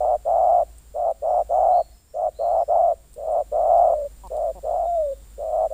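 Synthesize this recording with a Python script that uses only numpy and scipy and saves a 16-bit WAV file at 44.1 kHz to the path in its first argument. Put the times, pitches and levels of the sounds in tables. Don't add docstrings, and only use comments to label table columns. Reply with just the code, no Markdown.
import sys
import numpy as np
from scipy import signal
from scipy.fft import rfft, irfft
from scipy.io import wavfile
from scipy.ndimage import uniform_filter1d

SR = 44100
rng = np.random.default_rng(int(sys.argv[2]) if len(sys.argv) > 2 else 0)


def store_pcm(level_fs):
    pcm = np.round(np.clip(level_fs, -1, 1) * 32767).astype(np.int16)
    wavfile.write(sys.argv[1], SR, np.atleast_2d(pcm).T)


N = 252693
TIME = np.arange(N) / SR
BIN_HZ = np.arange(N // 2 + 1) * SR / N


def from_db(db):
    return 10 ** (np.asarray(db) / 20)


def unit_rms(x):
    return x / np.sqrt(np.mean(x ** 2) + 1e-20)


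def coloured(x, spectrum):
    hz, db = np.transpose(spectrum)
    gain = from_db(np.interp(np.log(BIN_HZ + 1), np.log(hz), db))
    return irfft(rfft(x) * unit_rms(gain), N)


def noise(spectrum):
    return unit_rms(coloured(rng.standard_normal(N), spectrum))


def drift(corner_hz):
    return unit_rms(irfft(rfft(rng.standard_normal(N)) / (1 + (BIN_HZ / corner_hz) ** 2) ** 2, N))


def phase_of(hz):
    return 2 * np.pi * np.cumsum(hz) / SR


def fade(t, start, end, edge_s):
    return np.sin(np.pi / 2 * np.clip(np.minimum(t - start, end - t) / edge_s + 1, 0, 1)) ** 2


def step(t, centre, length):
    return .5 + .5 * np.sin(np.pi * np.clip((t - centre) / length, -.5, .5))


# (onset [s], first pitch [Hz], last pitch [Hz], level at resonance [dB], trill depth [0-1])
WHISTLES = [(3.948, 596.4, 567, -22, 0.51), (4.872, 695.4, 550.4, -19.5, 0.24)]


def whistle(t, start, end, hz, level_db, depth, throat_hz=641, bandwidth_hz=118):
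    for onset, first_hz, last_hz, peak_db, trill_left in WHISTLES:
        if start < onset < end:
            progress = np.clip((t - onset) / (end - onset), 0, 1) ** 1.2
            glide_hz = first_hz + (last_hz - first_hz) * step(progress, 0.48, 0.83)
            glide_db = peak_db - 10 * np.log10(1 + (2 * (glide_hz - throat_hz) / bandwidth_hz) ** 2)
            share = step(t, onset, 0.03)
            hz = hz + share * (glide_hz - hz)
            level_db = level_db + share * (glide_db - level_db)
            depth = depth + share * (trill_left - depth)
    return hz, level_db, np.clip(depth, 0, 1)


def coo_contour(t, start, crest, end, crest_db, swell_db, crest_hz, rise_hz, merging, soft_s):
    ease_hz_per_s, ease_db_per_s = 520, 35.5
    to_go = np.clip((crest - t) / (crest - start), 0, 1)
    past_s = np.maximum(t - crest, 0)
    soft = (soft_s > 0) * (1 - step(t, start + soft_s, .02))
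    scoop_hz = 59 * np.exp(-np.maximum(t - start, 0) / 0.021)
    hz = crest_hz - rise_hz * to_go - ease_hz_per_s * past_s - 5.6 * soft - scoop_hz
    level_db = crest_db - swell_db * to_go - ease_db_per_s * past_s - 3.5 * soft
    depth = 1 - merging * np.exp(-((t - crest) / .06) ** 2)
    return whistle(t, start, end, hz, level_db, depth)


def trill(t, phase, rate, unevenness, depth, width=0.31, bend=0.37, squash=0.52):
    jitter, scatter, shimmer, bending = rng.standard_normal((100, 4)).T
    beats = t[0] + np.cumsum(1 + np.clip(.15 * unevenness * jitter, -.5, .5)) / rate
    broken = np.interp(beats, t, depth)
    slip = -np.diff(np.interp(beats, t, phase), prepend=0) + 1.7 * unevenness * scatter
    offset = np.cumsum(np.angle(np.exp(1j * slip)) * broken)
    tone = np.zeros(len(t), complex)
    for k in np.flatnonzero(beats < t[-1]):
        age = (t - beats[k]) * rate / width ** broken[k]
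        near = np.abs(age) < 3
        size = from_db(8.5 * unevenness * broken[k] * shimmer[k])
        sweep = bend * broken[k] * bending[k]
        tone[near] += size * np.exp(1j * offset[k] - age[near] ** 2 * (1 + 1j * sweep))
    tone = tone / (np.abs(tone) ** 2 + 0.13) ** (squash / 2)
    span = int(2 * SR / rate)
    power = uniform_filter1d(uniform_filter1d(np.abs(tone) ** 2, span), span)
    return tone / np.sqrt(np.abs(power) + 1e-4) * np.exp(1j * phase)


# (start [s], crest [s], end [s], crest level [dB], swell to crest [dB],
# crest pitch [Hz], rise to crest [Hz], trill rate [Hz], unevenness [0-1],
# merging of the trill at the crest [0-1], soft opening [s])
COOS = [ (-0.02, 0.145, 0.16, -17, 4, 672, 3.5, 121, 0.21, 0, 0),
        (0.258, 0.554, 0.63, -15, 3.5, 701, 6.5, 113.3, .35, .12, 0.0025),
        (0.949, 1.098, 1.118, -18.5, 6, 676, 11, 116, 0.43, 0.01, 0.00097),
        (1.227, 1.414, 1.42, -17, 4, 684.4, 17, 116.5, 0.34, 0, 0),
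        (1.5, 1.759, 1.814, -15, 3, 701, 6, 124.6, .38, 0.24, 0.0053),
        (2.146, 2.265, 2.288, -19, 7, 673.8, 4.5, 105.65, 0.34, 0, 0),
        (2.396, 2.619, 2.632, -17.5, 3.5, 695, 35, 113, 0.32, 0, 0),
        (2.689, 2.844, 2.932, -15.5, 1, 690.4, -3, 107, 0.6, .22, 0),
        (3.168, 3.371, 3.421, -18.5, 10.5, 660, 54.5, 116, .5, 0, 0.099),
        (3.524, 3.815, 4.068, -13.5, 2, 697.2, 40, 117.2, .6, 0.15, .17),
        (4.309, 4.455, 4.512, -21.5, 4.5, 645, 17.5, 120, 0.41, 0.16, 0),
        (4.637, 4.813, 5.13, -21, 2, 696, 70.5, 120.55, 0.85, 0.22, 0.011),
        (5.385, 5.652, 5.669, -18.5, 5.5, 674, 49, 107, 0.32, 0.02, 0.14),
        (5.708, 5.79, 5.85, -22, 3, 673, 9, 107, 0.1, 0.03, 0), ]
# (harmonic number [1], level re fundamental [dB])
OVERTONES = [(2, -46.5), (3, -59), (4, -61)]
# (frequency [Hz], relative level [dB])
RASP_SPECTRUM = [(150, -29), (330, -9.5), (520, 0.5), (1000, 6.5), (1330, -2), (1560, -30), (2100, -30),
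                 (5000, -52.5)]


def dove_coos(attack_s=0.015, release_s=.007, sag_hz=52, sag_db=5, rasp_db=-25):
    voice, hoarse = np.zeros((2, N))
    breath = rng.standard_normal(N)
    for start, crest, end, *effort, rate, unevenness, merging, soft_s in COOS:
        on = (TIME > start - .03) & (TIME < end + .04)
        t = TIME[on]
        hz, level_db, depth = coo_contour(t, start, crest, end, *effort, merging, soft_s)
        slack = depth * np.minimum(np.exp((start - t) / attack_s) + np.exp((t - end) / release_s), 2)
        tone = trill(t, phase_of(hz - sag_hz * slack), rate, unevenness, depth)
        swells, phase = np.abs(tone), np.angle(tone)
        envelope = from_db(level_db - sag_db * slack) * fade(t, start, end, edge_s=0.014)
        wave = np.cos(phase) + sum(from_db(db) * np.cos(k * phase) for k, db in OVERTONES)
        voice[on] += np.sqrt(2) * envelope * swells * wave
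        flaps = np.zeros(len(t))
        flaps[signal.argrelmin(swells)[0]] = np.sqrt(SR / rate)
        rasp = from_db(-1.5) * depth * flaps + from_db(-6) * swells * breath[on]
        fullness = from_db(0.52 * np.minimum(level_db + 19, 0))
        hoarse[on] += rasp * envelope * depth * np.exp(-0.73 * slack) * fullness
    throat = signal.butter(4, 483, "high", fs=SR, output="sos")
    return signal.sosfilt(throat, voice) + from_db(rasp_db) * coloured(hoarse, RASP_SPECTRUM)


# (time [s], firing rate [Hz], level [dB])
ENGINE = [(0.0, 52.4, -43), (0.09, 54.84, -47), (0.7, 54.8, -46), (1.13, 54.4, -54), (1.24, 54.4, -51),
          (1.45, 52.64, -45), (1.95, 53.26, -52), (2.03, 52.1, -63), (2.49, 51.6, -48.5),
          (3.02, 51.8, -53.5), (3.8, 50.4, -43.5), (5.73, 49.9, -44.5)]


def engine(throb=0.055, throb_hz=22):
    times, rates, levels = np.transpose(ENGINE)
    hz = np.interp(TIME, times, rates)
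    level_db = np.interp(TIME, times, levels)
    swing = 1 + throb * (drift(throb_hz) + 1j * drift(throb_hz))
    hum = np.sqrt(2) * from_db(level_db) * np.real(swing * np.exp(1j * phase_of(hz)))
    return hum, level_db


# (frequency [Hz], relative level [dB])
AIR_SPECTRUM = [(15, 2.5), (45, 1.5), (65, 4), (90, -6), (200, -13.5), (500, -20), (1000, -25), (2200, -30),
                (4500, -29.5), (6300, -32.5), (15500, -38.5)]
# (frequency [Hz], relative level [dB])
HISS_SPECTRUM = [(6000, -34.5), (6700, -10.5), (7100, 1.5), (7500, 2), (7850, -7), (8300, 0.5), (8650, -1),
                 (9300, -5.5), (10800, -15), (12800, -15), (14300, -6.5), (15500, -3)]


def air(hum_db, follow=0.31):
    swell = from_db(follow * (hum_db - hum_db.mean()))
    return swell * (from_db(-51) * noise(AIR_SPECTRUM) + from_db(-57) * noise(HISS_SPECTRUM))


# (time [s], crackle level [dB], time to decay by 60 dB [s], woody snap [0-1])
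TICKS = [(0.783, -43.5, 0.025, 0.1), (1.111, -50.5, 0.027, 0), (3.131, -53.5, 0.044, .1),
         (3.14, -43, 0.031, 0.11), (3.32, -50, 0.066, 0), (3.78, -52.5, 0.022, 0.8),
         (4.272, -45, .02, 0.56), (4.368, -41.5, 0.012, 0.23)]
# (frequency [Hz], relative level [dB])
CRACKLE_SPECTRUM = [(2000, -28.5), (6500, -17.5), (8500, 7.5), (11000, -11), (15000, -13)]
# (frequency [Hz], relative level [dB])
SNAP_SPECTRUM = [(1500, -20.5), (4500, 3), (9000, -13)]


def dry_stems():
    crackle, wood = noise(CRACKLE_SPECTRUM), noise(SNAP_SPECTRUM)
    out = np.zeros(N)
    for start, level_db, t60, snap in TICKS:
        envelope = from_db(level_db - 60 * np.maximum(TIME - start, 0) / t60) * (TIME >= start)
        out += envelope * (crackle + snap * wood)
    return out


# (start [s], length [s], first pitch [Hz], last pitch [Hz], relative level [dB])
CHIRPS = [(1.274, 0.056, 5600, 5570, -67.5), (1.49, 0.11, 5920, 6900, -65.5), (1.71, 0.12, 3870, 4370, -59),
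          (1.926, .04, 5030, 5300, -65), (2.075, 0.052, 5376, 5480, -68.5),
          (2.145, .027, 5770, 7100, -61.5), (2.338, 0.11, 3710, 4290, -60.5),
          (2.565, 0.078, 5210, 5220, -67)]


def small_birds(waver=.015, glide_share=.65):
    out = np.zeros(N)
    quiver = 1 + waver * drift(160)
    for start, length, first_hz, last_hz, level_db in CHIRPS + twitter():
        on = (TIME > start) & (TIME < start + length)
        progress = (TIME[on] - start) / length
        glide = np.sin(np.pi / 2 * np.minimum(progress / glide_share, 1))
        hz = first_hz + (last_hz - first_hz) * glide
        envelope = from_db(level_db) * np.sqrt(2 * np.sin(np.pi * progress))
        out[on] += envelope * np.sin(phase_of(hz * quiver[on]))
    return out


# (start [s], length [s], first pitch [Hz], last pitch [Hz], resonance [Hz], level [dB])
GRUNTS = [(4.232, 0.05, 195.7, 165, 960, -41), (4.548, .05, 191.7, 160, 640, -41.5)]


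def dove_grunts(half_width_hz=90, top_hz=1050, edge_s=0.0088):
    out = np.zeros(N)
    for start, length, first_hz, last_hz, throat_hz, level_db in GRUNTS:
        on = (TIME > start) & (TIME < start + length)
        t = TIME[on]
        hz = first_hz + (last_hz - first_hz) * ((t - start) / length) ** 2
        note = np.zeros(len(t))
        for k in range(1, 8):
            resonance = 1 / (1 + 1j * (k * hz - throat_hz) / half_width_hz)
            rolloff = 1 / (1 + (k * hz / top_hz) ** 12)
            note += rolloff * np.real(resonance * np.exp(1j * k * phase_of(hz)))
        envelope = from_db(level_db) * fade(t, start + edge_s, start + length - edge_s, edge_s)
        out[on] += envelope * unit_rms(note)
    return out


def twitter(count=6, start=4.845, period_s=0.091, note_s=0.049, rise_hz=201):
    pitches = 3470 + 25 * rng.standard_normal(count)
    return [(start + k * period_s, note_s, hz, hz + rise_hz, -64 - 2.1 * k)
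            for k, hz in enumerate(pitches)]


def trees(x, t60, wet_db, build_s=0.14):
    t = TIME[:SR]
    tail = rng.standard_normal(SR) * from_db(-60 * t / t60) * (1 - np.exp(-t / build_s))
    tail /= np.sqrt(np.sum(tail ** 2))
    return x + from_db(wet_db) * signal.fftconvolve(x, tail)[:N]


def scene():
    near = trees(dove_coos() + dry_stems() + dove_grunts(), t60=0.3, wet_db=-34.5)
    far = from_db(-2.0) * trees(small_birds(), t60=0.35, wet_db=1)
    hum, hum_db = engine()
    return (near + far + hum + air(hum_db))[None]


def record(dry, cutoff_hz=15480):
    return signal.sosfilt(signal.ellip(12, .1, 80, cutoff_hz, fs=SR, output="sos"), dry)


dry = scene()
out = record(dry)
store_pcm(out)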